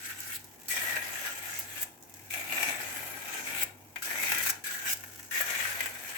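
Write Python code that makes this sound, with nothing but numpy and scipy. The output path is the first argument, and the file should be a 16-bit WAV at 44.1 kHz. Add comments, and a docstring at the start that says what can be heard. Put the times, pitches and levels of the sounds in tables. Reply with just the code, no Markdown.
"""A food-mill push is already under way, with a fridge hum behind it: potatoes pressed in six crank pushes.
The blade sticks and slips over a perforated plate; random slips drive resonances and coloured noise.
The blade sings in a gliding band and clacks where it catches, the damped steel bowl rings, the holes rasp,
the mash rumbles, bright snaps and scrapes stand out. Between pushes the wet mash ticks softly.
Board reflections and a short kitchen tail surround the mill; the fridge is a sum of slow-beating tones."""
import sys
import numpy as np
from scipy import signal
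from scipy.fft import rfft, irfft, next_fast_len
from scipy.io import wavfile
from scipy.ndimage import uniform_filter1d

SR = 44100
rng = np.random.default_rng(int(sys.argv[2]) if len(sys.argv) > 2 else 0)


def put_to_file(sound):
    """Save the sound as 16-bit audio at rate SR, in the file named by the first command-line argument."""
    columns = np.atleast_2d(sound).T  # one column per channel
    safe = np.clip(columns, -1, 1)
    whole_steps = np.round(safe * 32767)
    wavfile.write(sys.argv[1], SR, whole_steps.astype(np.int16))


N = 272097
TIME = np.arange(N) / SR


def from_db(db):
    """Decibels to gain."""
    return 10 ** (np.asarray(db) / 20)


def at_hz(points, hz):
    """Read a table on a log-frequency axis."""
    table = np.array(points)
    return np.interp(np.log(np.maximum(hz, 1)), np.log(table[:, 0]), table[:, 1])


def drift(knots_per_s):
    """Slow random wander with spread 1."""
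    knots = rng.standard_normal(N // 20)
    wander = np.interp(TIME * knots_per_s, np.arange(len(knots)), knots)
    return wander / wander.std()


def causal(gain):
    """Minimum-phase response: the given gain per bin, never sounding early."""
    cepstrum = irfft(np.log(gain))
    half = cepstrum.shape[-1] // 2
    cepstrum[..., 1:half] *= 2
    cepstrum[..., half + 1:] = 0
    return np.exp(rfft(cepstrum))


def colour(x, spectrum, size=4096):
    """Causal filter with the given spectrum; white noise keeps its power."""
    hz = np.arange(size // 2 + 1) * SR / size
    response = irfft(causal(from_db(at_hz(spectrum, hz))))
    response /= np.linalg.norm(response)
    return signal.fftconvolve(x, response[None], axes=1)[:, :N]


def resonate(x, hz, width_hz):
    """One damped mode; white noise keeps its power."""
    r = np.exp(-np.pi * width_hz / SR)
    numerator = np.sqrt((1 - r * r) / 2) * np.array([1, 0, -1])
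    denominator = [1, -2 * r * np.cos(2 * np.pi * hz / SR), r * r]
    return signal.lfilter(numerator, denominator, x + 1e-18)


def slips(per_s, spread_db):
    """Stick-slip as random clicks of uneven size, own strength at each microphone; rms 1."""
    sizes = from_db(spread_db * np.minimum(rng.exponential(1, N), 4))
    clicks = (rng.random(N) < per_s / SR) * sizes * rng.standard_normal((2, N))
    return clicks / clicks.std()


def stutter(per_s, jump_db, decay_s):
    """Lumps give way at random: each lifts the scraping at once and lets it sink back; rms 1."""
    lumps = (rng.random(N) < per_s / SR) * rng.uniform(0.33, 1, N)
    sinking = signal.lfilter([1], [1, -np.exp(-1 / (decay_s * SR))], lumps + 1e-18)
    level = 1 + from_db(jump_db) * sinking
    return level / np.sqrt(np.mean(level ** 2))


def chatter(bursts, size=4096):
    """Bursts of fine chatter, instant start and exponential decay; rows of (s, dB, decay s)."""
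    level, age_s = np.zeros(N + SR), np.arange(size) / SR
    for start_s, db, decay_s in bursts:
        at = max(int(start_s * SR), 0)
        level[at:at + size] += from_db(db) * np.exp(-age_s / decay_s)
    return level[:N] * rng.choice([-1, 1], (2, N))


# Room noise spectrum. Each row: frequency in Hz, relative density in dB per Hz.
ROOM_TONE = [(24, -30), (45, -2.5), (90, -4), (130, 0.5), (190, -5.5), (245, -0.5), (330, 3.5), (430, -2),
             (620, -5), (830, 2), (980, -3), (1150, -11), (2300, -21), (4000, -30.5), (18000, -16.5)]


def room_air():
    """Steady room tone: coloured white noise."""
    return from_db(-57.0) * colour(rng.standard_normal((2, N)), ROOM_TONE)


# Fridge motor harmonics. Each row: multiple of shaft speed, level in dB.
MOTOR = [(2, -64.5), (3, -75), (5, -84)]
# Faint fridge whine. Each row: frequency in Hz, level in dB.
WHINE = [(237, -75), (247.6, -72)]
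MAINS_HZ, SHAFT_HZ = 50, 49.27


def fridge(mains_db, swell_s):
    """The motor runs just under mains speed, so its hum beats slowly against the mains hum."""
    turn = 2 * np.pi * (TIME - swell_s)
    motor = sum(from_db(db) * np.cos(round(k) * (SHAFT_HZ * turn + 0.011 * drift(4.4))) for k, db in MOTOR)
    whine = sum(from_db(db) * np.cos(hz * turn + drift(2.38)) for hz, db in WHINE)
    mains = from_db(mains_db) * np.cos(2 * MAINS_HZ * turn)
    return np.sqrt(2) * (motor + whine + mains)


KITCHEN_T60_S, KITCHEN_DB, WALL_CUT_HZ = 0.29, -7, 4700


def kitchen(x):
    """A short, slightly dull room tail: decaying noise, low-passed."""
    age_s = TIME[:SR // 2]
    tail = rng.standard_normal((2, len(age_s))) * from_db(-60 * age_s / KITCHEN_T60_S) * (age_s > .006)
    tail /= np.linalg.norm(tail, axis=1, keepdims=True)
    tail = signal.sosfilt(signal.butter(1, WALL_CUT_HZ, fs=SR, output="sos"), tail)
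    return x + from_db(KITCHEN_DB) * signal.fftconvolve(x, tail, axes=1)[:, :N]


def board(x, board_db, board_s, sway_s, size=4096):
    """Quick reflections between bowl and board add a metallic ripple that shifts as the mill sways."""
    hop, age_s = size // 4, TIME[:size]
    out = np.zeros((2, N + 2 * size))
    keep = np.exp(-hop / SR / sway_s)
    # reflections are kept above 1 kHz, the bass stays plain
    above_bass = signal.butter(2, 1000, "high", fs=SR, output="sos")
    echoes = rng.standard_normal((2, size))
    for at in range(0, N, hop):
        echoes = keep * echoes + np.sqrt(1 - keep ** 2) * rng.standard_normal((2, size))
        dying = echoes * np.exp(-age_s / board_s)
        dying = signal.sosfilt(above_bass, dying / np.linalg.norm(dying, axis=1, keepdims=True))
        paths = rfft((age_s == 0) + from_db(board_db) * dying)
        # divide out the broad colour, keep the ripple
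        broad = np.sqrt(uniform_filter1d(np.abs(paths) ** 2, size=45, axis=1))
        paths /= causal(broad)
        out[:, at:at + size] += irfft(paths * rfft(x[:, at:at + hop], size))
    return out[:, :N]


# Microphone pair. Each row: frequency in Hz, likeness of the channels (-1 to 1).
LIKENESS = [(100, 0.8), (400, 0.73), (750, 0.48), (1000, 0), (1500, -.2), (2600, 0), (10000, 0), (10400, 1)]
# Channel balance. Each row: frequency in Hz, left minus right in dB.
BALANCE_DB = [(100, -1), (300, 1.5), (1000, 4), (2200, 3.5), (3800, 5.5), (4900, 0.5), (6500, -3.5),
              (7900, 3.5), (9000, 5.5), (10000, 10), (11200, 12), (12000, 5.5), (13300, 5), (13800, 3.5),
              (16500, -4), (17500, -13)]


def microphones(x):
    """The two channels are alike in the bass and the top treble, and each has its own colour."""
    size = next_fast_len(N + SR // 10)
    spectrum, hz = rfft(x, size), np.arange(size // 2 + 1) * SR / size
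    blend = np.arcsin(np.clip(at_hz(LIKENESS, hz), -1, 1)) / 2
    sides = from_db(at_hz(BALANCE_DB, hz) * np.array([[.5], [-.5]]))
    sides /= np.sqrt(np.mean(sides ** 2, axis=0))
    mixed = np.cos(blend) * spectrum + np.sin(blend) * spectrum[::-1]
    return irfft(sides * mixed, size)[:, :N]


# Wet mash oozing, heard between pushes. Each row: time in s, level in dB.
OOZE = [(.48, -61), (.62, -58.5), (2.0, -62.5), (2.1, -59.5), (2.2, -59), (3.8, -61.5), (3.92, -62),
        (3.98, -52), (4.6, -71), (5.0, -51), (5.09, -56.5), (5.28, -56)]


def ooze():
    """Wet mash ticks: sparse uneven clicks under a drifting level."""
    level = from_db(np.interp(TIME, *np.transpose(OOZE)))
    return level * slips(per_s=1800, spread_db=3.0) * from_db(2.0 * drift(12.0))


# Pushes of the crank. Each row: start in s, end in s, first bite in dB, last scrape in dB, mash in dB,
# rasp in dB, mash drain in dB per s, rasp fade in dB per s, blade singing time in s,
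# its early share of the ring's power (0-1), thud over mash in dB, plate in dB, left minus right in dB.
PUSHES = [(0, 0.363, -76, -34.5, -73, -46, 0, -19, 0.22, 0.32, -5, 2.5, -1.5),
          (.683, 1.838, -31, -39, -50.5, -44.5, 5.5, -2, 0.39, 0.28, -3.5, 1.5, -0.5),
          (2.304, 3.628, -42, -30.5, -50, -42.5, 1, 2, 0.37, 0.43, -0.5, 1, 0.5),
          (4.021, 4.501, -37.5, -28.5, -49.5, -40.5, 11.5, 1, 0.27, 0.46, -0.5, -1, 0),
          (4.639, 4.931, -36.5, -32, -59, -50, -13, -4, 0.69, 0.79, -5.5, 5, -0.5),
          (5.31, 6.25, -42, -47, -50.5, -40.5, 4.5, 5, 0.13, 0.33, -10.5, 0, 0.5)]
# Blade pressure as the steel answers it, one list per push.
# Each row: time in s, ring in dB, ring centre in Hz.
PRESSURE = [
    [(0.0, -49, 1640), (0.115, -43.5, 1650), (0.15, -50.5, 1650), (0.3, -47, 1530), (0.35, -45, 1730)],
    [(0.69, -51, 1880), (0.708, -37, 2050), (0.8, -38.5, 1840), (0.905, -35, 1860), (0.945, -36.5, 1840),
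     (1.02, -42, 1920), (1.23, -41.5, 1760), (1.27, -35.5, 1670), (1.33, -46, 1760), (1.42, -45.5, 1900),
     (1.52, -43.5, 1700), (1.69, -53.5, 1760), (1.778, -41.5, 2100), (1.82, -47, 1840)],
    [(2.31, -42.5, 2330), (2.338, -41, 2330), (2.44, -46, 2260), (2.538, -35.5, 2370), (2.7, -35, 2310),
     (2.78, -43, 1940), (3.0, -41.5, 2020), (3.11, -45, 2060), (3.19, -47.5, 2020), (3.37, -40.5, 2020),
     (3.425, -46.5, 2100), (3.48, -39.5, 2230), (3.62, -38.5, 2150)],
    [(4.03, -40, 1520), (4.05, -43, 1670), (4.16, -39, 1970), (4.24, -35.5, 2250), (4.3, -34.5, 2160),
     (4.335, -34.5, 1820), (4.39, -34, 1970), (4.46, -37, 1820), (4.51, -31.5, 1540)],
    [(4.645, -46, 1760), (4.675, -43.5, 1600), (4.73, -41.5, 1700), (4.84, -48, 1620), (4.88, -37, 1580),
     (4.93, -48, 1620)],
    [(5.315, -40, 1720), (5.37, -34, 1900), (5.412, -35, 1650), (5.45, -39.5, 1760), (5.54, -34, 2020),
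     (5.61, -33.5, 1880), (5.75, -40, 1760), (5.83, -39.5, 1950), (5.933, -48, 1850), (6.17, -42.5, 1920)],
]
USUAL_RING_DB = -40
MASH_DB_PER_DB, RASP_DB_PER_DB = 0.42, 0.59   # per dB of ring above its usual level
BITE_S, LAST_SCRAPE_S = 0.062, 0.059   # bare steel at both ends of a push: fade and swell
LET_GO_S, SETTLE_DB, SETTLE_S = 0.0074, -12.5, 0.052   # the blade stops fast, the mash settles slower
PACK_S = 0.049   # the potato packs under the blade, then drains through the holes
# under light pressure the blade glides on mash and the rasp falls faster
GLIDE_BELOW_DB, GLIDE_DB_PER_DB = -6.5, 0.39


def crank():
    """A push bites, grinds, scrapes bare, lets go: gains of mash, ring, rasp; blade share; ring centre."""
    mash, ring, rasp, share = np.zeros((4, N))
    centre_hz = np.full(N, PRESSURE[0][0][2])
    for push, curve in zip(PUSHES, PRESSURE):
        start_s, end_s, bite_db, last_db, mash_db, rasp_db = push[:6]
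        drain_db_per_s, fade_db_per_s, sing_s, sing_share = push[6:10]
        s, ring_db, hz = np.transpose(curve)
        effort_db = np.interp(TIME, s, ring_db) - USUAL_RING_DB
        age_s, left_s, after_s = np.maximum([TIME - start_s, end_s - TIME, TIME - end_s], 0)
        started = TIME >= start_s
        moving = started * np.exp(-after_s / LET_GO_S)
        settling = started * np.exp(-after_s / SETTLE_S)
        contact = np.maximum(moving, from_db(SETTLE_DB) * settling)
        bite = from_db(bite_db) * np.exp(-age_s / BITE_S)
        last_scrape = from_db(last_db) * np.exp(-left_s / LAST_SCRAPE_S)
        packed = (1 - np.exp(-age_s / PACK_S)) * from_db(-drain_db_per_s * age_s)
        glide_db = GLIDE_DB_PER_DB * np.minimum(effort_db - GLIDE_BELOW_DB, 0)
        grinding_db = rasp_db + RASP_DB_PER_DB * effort_db + glide_db - fade_db_per_s * age_s
        ring += contact * from_db(USUAL_RING_DB + effort_db)
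        mash += settling * packed * from_db(mash_db + MASH_DB_PER_DB * effort_db)
        rasp += np.hypot(contact * from_db(grinding_db), moving * (bite + last_scrape))
        share += moving * sing_share / (1 + (age_s / sing_s) ** 4)
        centre_hz = np.where(started, np.interp(TIME, s, hz), centre_hz)   # blade rests where it stopped
    return mash, ring, rasp, np.clip(share, 0, .95), centre_hz


def grip():
    """The hold on the mill stays the same through a push and shifts in the pauses."""
    start_s, end_s, *_, thud_db, plate_db, pan_db = np.transpose(PUSHES)
    edges_s = np.column_stack([start_s, end_s]).ravel()
    return [np.interp(TIME, edges_s, np.repeat(column, 2)) for column in (thud_db, plate_db, pan_db)]


# Mash spectrum, then thud spectrum. Each row: frequency in Hz, relative density in dB per Hz.
MASH = [(200, -15), (400, -10), (540, -2), (660, -0.5), (820, 3), (980, -1), (1170, -9.5), (1450, 1.5),
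        (3000, -48)]
THUD = [(60, -24), (145, 2), (210, -3.5), (300, 4.5), (420, -4), (600, -5.5), (1500, -52)]


def squashed_mash(mash, crunch, knock, thud_db):
    """Yielding mash rumbles with the crunch of lumps and thuds below it."""
    squash = from_db(2.5) * mash * crunch * slips(per_s=3000, spread_db=1.5) + from_db(-11.0) * knock
    thud = from_db(thud_db - 6.0) * mash * slips(per_s=1600, spread_db=-1.5)
    return colour(squash, MASH) + colour(thud, THUD)


# Bright snaps: wet pops in the mash, and the blade's jolt as a push stops.
# Each row: start in s, level in dB, decay in s, lower edge in Hz.
BRIGHT_SNAPS = [(0.204, -26, 0.0016, 4000), (0.444, -34.5, 0.00091, 4000), (1.589, -22, 0.009, 12600),
                (1.815, -25.5, 0.0079, 9000), (1.829, -18, 0.0028, 9500), (2.026, -37, 0.0007, 3100),
                (2.035, -38.5, 0.00089, 4000), (2.0965, -37, 0.00052, 4000), (2.1402, -31.5, 0.00065, 3000),
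                (2.442, -31, .0015, 12100), (3.6326, -14, 0.0024, 8550), (4.5005, -21, 0.0033, 8000),
                (4.931, -19.5, 0.0042, 8100), (4.972, -34, .002, 5000), (5.411, -17, .003, 9500)]


def bright_snaps(size=4096):
    """Each pop or jolt is a high-passed noise burst that starts at once and decays exponentially."""
    out, age_s = np.zeros((2, N + SR)), np.arange(size) / SR
    for start_s, db, decay_s, low_hz in BRIGHT_SNAPS:
        burst = from_db(db) * np.exp(-age_s / decay_s) * rng.choice([-1, 1], (2, size))
        edge = signal.butter(2, low_hz, "high", fs=SR, output="sos")
        at = int(start_s * SR)
        out[:, at:at + size] += signal.sosfilt(edge, burst)
    return out[:, :N]


# The blade catches on the plate. Each row: time in s, ring in dB, clack centre in Hz, snap in dB.
CATCHES = [(0.8836, -34, 2000, -46), (0.895, -31, 1910, -46), (0.9659, -26, 1910, -39),
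           (1.2484, -33, 1700, -48), (2.338, -32, 2340, -32), (2.5227, -27, 2300, -49),
           (2.606, -34, 2350, -45), (2.629, -26.5, 2350, -27), (3.469, -34.5, 2280, -50),
           (3.9593, -30, 2070, -44), (4.11, -31, 1900, -36), (4.155, -30.5, 1900, -44),
           (4.2339, -30, 2040, -33), (4.3186, -21.5, 2000, -23), (4.3465, -28.5, 1890, -26),
           (4.383, -44, 2000, -24.5), (4.4628, -30, 1870, -26), (5.0367, -40, 1590, -45),
           (5.1932, -43, 1990, -40.5), (5.405, -28, 1610, -41), (5.6517, -27.5, 1700, -42),
           (5.8056, -27, 2260, -29.5), (5.8581, -29, 1970, -32)]
CATCH_S = 0.0058   # decay
CLACK_DB, CLACK_OCTAVES = -1.5, 0.57   # level offset, band width
CLACK_STRIKE = 4   # first strike against the chatter after it


def clacks(size=4096):
    """A caught blade springs free: one strike and a short chatter in a band set by where it caught."""
    out, age_s = np.zeros((2, N + SR)), np.arange(size) / SR
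    for start_s, db, hz, _ in CATCHES:
        force = np.exp(-age_s / CATCH_S) * rng.choice([-1, 1], (2, size))
        force[:, 0] *= CLACK_STRIKE
        low_hz, high_hz = hz * 2 ** (CLACK_OCTAVES * np.array([-.5, .5]))
        band = signal.butter(2, [low_hz, high_hz], "band", fs=SR, output="sos")
        gain = from_db(db + CLACK_DB) * np.sqrt(SR / 2 / (high_hz - low_hz))
        at = int(start_s * SR)
        out[:, at:at + size] += gain * signal.sosfilt(band, force)
    return out[:, :N]


BITE_RING_DB, BITE_SNAP_DB = -10, -3   # the catch that starts a push, against its bite
SNAP_RING_DB = -17   # a bright snap barely knocks the bowl


def catches():
    """Catches and bright snaps also knock the bowl; a push starts with a catch."""
    caught = [(s, ring_db, snap_db) for s, ring_db, _, snap_db in CATCHES]
    caught += [(s, db + BITE_RING_DB, db + BITE_SNAP_DB) for s, _, db, *_ in PUSHES]
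    snap = chatter([(s, db, CATCH_S) for s, _, db in caught])
    caught_knocks = [(s, db, CATCH_S) for s, db, _ in caught]
    snap_knocks = [(s, db + SNAP_RING_DB, decay_s) for s, db, decay_s, _ in BRIGHT_SNAPS]
    return snap + bright_snaps(), chatter(caught_knocks + snap_knocks)


# Brief bright scrapes, narrow or broad.
# Each row: start in s, length in s, frequency in Hz, width in Hz, level in dB.
BRIGHT_SCRAPES = [(0.681, 0.069, 8050, 600, -37), (1.446, 0.22, 6900, 1500, -45),
                  (2.933, 0.25, 12000, 2500, -47.5), (3.264, 0.28, 6460, 1300, -48),
                  (4.04, 0.13, 12600, 600, -51), (4.086, 0.45, 6300, 700, -46),
                  (4.418, 0.028, 7960, 400, -35), (4.423, .018, 12000, 3500, -34),
                  (4.852, 0.057, 5860, 500, -43), (5.324, 0.088, 6700, 1100, -45)]


def bright_scrapes():
    """Noise bands that swell and fade: random clicks through one resonance each."""
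    force = slips(per_s=4400, spread_db=3.0)
    out = 0
    for start_s, length_s, hz, width_hz, db in BRIGHT_SCRAPES:
        progress = np.clip((TIME - start_s) / length_s, 0, 1)
        swell = np.sqrt(np.abs(np.sin(np.pi * progress)))
        out = out + from_db(db) * resonate(force * swell, hz, width_hz)
    return out


def holes(x, patchy_db, per_s, count=14):
    """Holes clog and clear as the blade passes: each part of the treble swells and fades by itself."""
    size = next_fast_len(N)
    spectrum, hz = rfft(x, size), np.arange(size // 2 + 1) * SR / size
    centres_hz, out = np.geomspace(2500, 16000, count), 0
    for band in np.eye(count):
        gain = from_db(patchy_db * drift(per_s))
        gain /= np.sqrt(np.mean(gain ** 2))
        out = out + irfft(spectrum * np.interp(hz, centres_hz, band), size)[:, :N] * gain
    return out


# Plate spectrum, then rasp spectrum. 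Each row: frequency in Hz, relative density in dB per Hz.
PLATE = [(1200, -20), (2200, 9.5), (2900, 5), (3500, 2), (4800, -4), (5400, -3.5), (5750, 1), (6200, 3.5),
         (6750, 3.5), (7300, 2), (8000, 4.5), (8450, 2), (9000, -17.5), (11000, -4.5)]
RASP = [(1500, -14), (4000, -3.5), (7000, 0), (8000, 8), (9000, -2), (9900, 0), (10700, 2.5), (11400, 2),
        (12500, 2.5), (14000, -0.5), (16300, 0), (17100, 0), (18200, 1)]


def perforated_plate(ring, rasp, judder, crunch, knock, wet, plate_db):
    """The plate answers both to the pressure and to the fine scraping; the hole edges rasp."""
    edge = rasp * judder * crunch * slips(per_s=6000, spread_db=0.5)
    drive = rasp * (ring / (rasp + 1e-9)) ** .5   # geometric mean of ring and rasp
    scrape = from_db(plate_db - 3.5 + 1.0 * drift(25)) * crunch * drive * slips(per_s=2600, spread_db=2.0)
    scrape = scrape + from_db(-12.0) * knock + from_db(-6.0) * wet
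    return holes(colour(scrape, PLATE) + colour(edge, RASP), patchy_db=2.5, per_s=22)


# Steel bowl modes, damped by the mash. Each row: frequency in Hz, width in Hz, relative level in dB.
BOWL = [(1393, 35, 2), (1534, 114, 7), (1700, 74, 2), (1760, 620, 4), (1840, 134, 3), (1920, 920, 3.5),
        (2310, 150, 5), (2387, 56, -0.5), (2500, 120, 2), (2670, 170, -1)]


def bowl(force, centre_hz, reach_octaves, far_db):
    """The blade's place on the plate decides which modes of the bowl it drives most."""
    weights = []
    for hz, _, db in BOWL:
        near = np.exp(-(np.log2(hz / centre_hz) / reach_octaves) ** 2)
        weights.append(from_db(db) * (from_db(far_db) + near))
    weights = np.array(weights) / np.linalg.norm(weights, axis=0)
    ring = 0
    for (hz, width_hz, _), weight in zip(BOWL, weights):
        signs = rng.choice([-1, 1], (2, N))   # every slip meets each mode with a sign of its own
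        ring = ring + resonate(force * weight * signs, hz, width_hz)
    return signal.sosfilt(signal.butter(2, [1250, 4500], "band", fs=SR, output="sos"), ring)


BLADE_POLE_HZ, BLADE_WOBBLE_OCTAVES = 131, 0.034   # damping of each of two poles, spread of the wobble


def blade(force, centre_hz):
    """One resonance whose pitch glides and wobbles as the blade bends; white noise keeps its power."""
    pitch_hz = centre_hz * 2 ** (BLADE_WOBBLE_OCTAVES * drift(45))
    turn = np.exp(2j * np.pi * np.cumsum(pitch_hz) / SR)
    r = np.exp(-2 * np.pi * BLADE_POLE_HZ / SR)
    gain = np.sqrt(2 * (1 - r * r) ** 3 / (1 + r * r))
    # shift the band to 0 Hz, filter, shift back
    return gain * np.real(turn * signal.lfilter([1], [1, -2 * r, r * r], force / turn + 1e-18))


# Spectrum of snaps and wet ticks. Each row: frequency in Hz, relative density in dB per Hz.
SNAP = [(1500, -15.5), (3800, -6.5), (6500, 2), (8000, 4), (9300, -6.5), (11000, 1), (13500, -1.5),
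        (18000, 2.5)]


def mill():
    """Stick-slip of the blade drives the bowl, the perforated plate and the mash together."""
    mash, ring, rasp, share, centre_hz = crank()
    thud_db, plate_db, pan_db = grip()
    snap, knock = catches()
    wet = ooze()
    judder = from_db(1.2 * drift(70))   # the blade bumps over the rows of holes
    crunch = stutter(per_s=67, jump_db=-4.5, decay_s=0.0067)
    stick_slip = ring * judder * stutter(per_s=150, jump_db=3, decay_s=0.00092)
    stick_slip = stick_slip * slips(per_s=2500, spread_db=0.5)
    sing = from_db(3) * np.sqrt(share) * stick_slip
    grind = from_db(-0.2) * np.sqrt(1 - share) * stick_slip
    grind = grind + from_db(-1.5) * knock + from_db(-4.5) * wet
    bowl_hz = centre_hz * 2 ** (0.063 * drift(14))
    sound = squashed_mash(mash, crunch, knock, thud_db) + colour(snap + wet, SNAP) + clacks()
    sound = sound + perforated_plate(ring, rasp, judder, crunch, knock, wet, plate_db)
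    sound = sound + bowl(grind, bowl_hz, reach_octaves=0.34, far_db=-6.5) + blade(sing, centre_hz)
    return sound * from_db(pan_db * np.array([[.5], [-.5]]))


def scene():
    """The mill in the kitchen, over room tone and the fridge."""
    on_board = board(mill() + bright_scrapes(), board_db=0.0, board_s=0.0046, sway_s=0.27)
    milling = from_db(1.5) * kitchen(on_board)
    hum = fridge(mains_db=-67.5, swell_s=0.27) * from_db([[-1], [1]])   # left, right
    return microphones(milling + room_air()) + hum


CUTOFF_HZ = 18200


def record(dry):
    """The lowest rumble is rolled off and the top is cut steeply."""
    dry = signal.sosfilt(signal.butter(3, 33, "high", fs=SR, output="sos"), dry)
    return signal.sosfilt(signal.ellip(10, .1, 80, CUTOFF_HZ, fs=SR, output="sos"), dry)


dry = scene()
out = record(dry)
put_to_file(out)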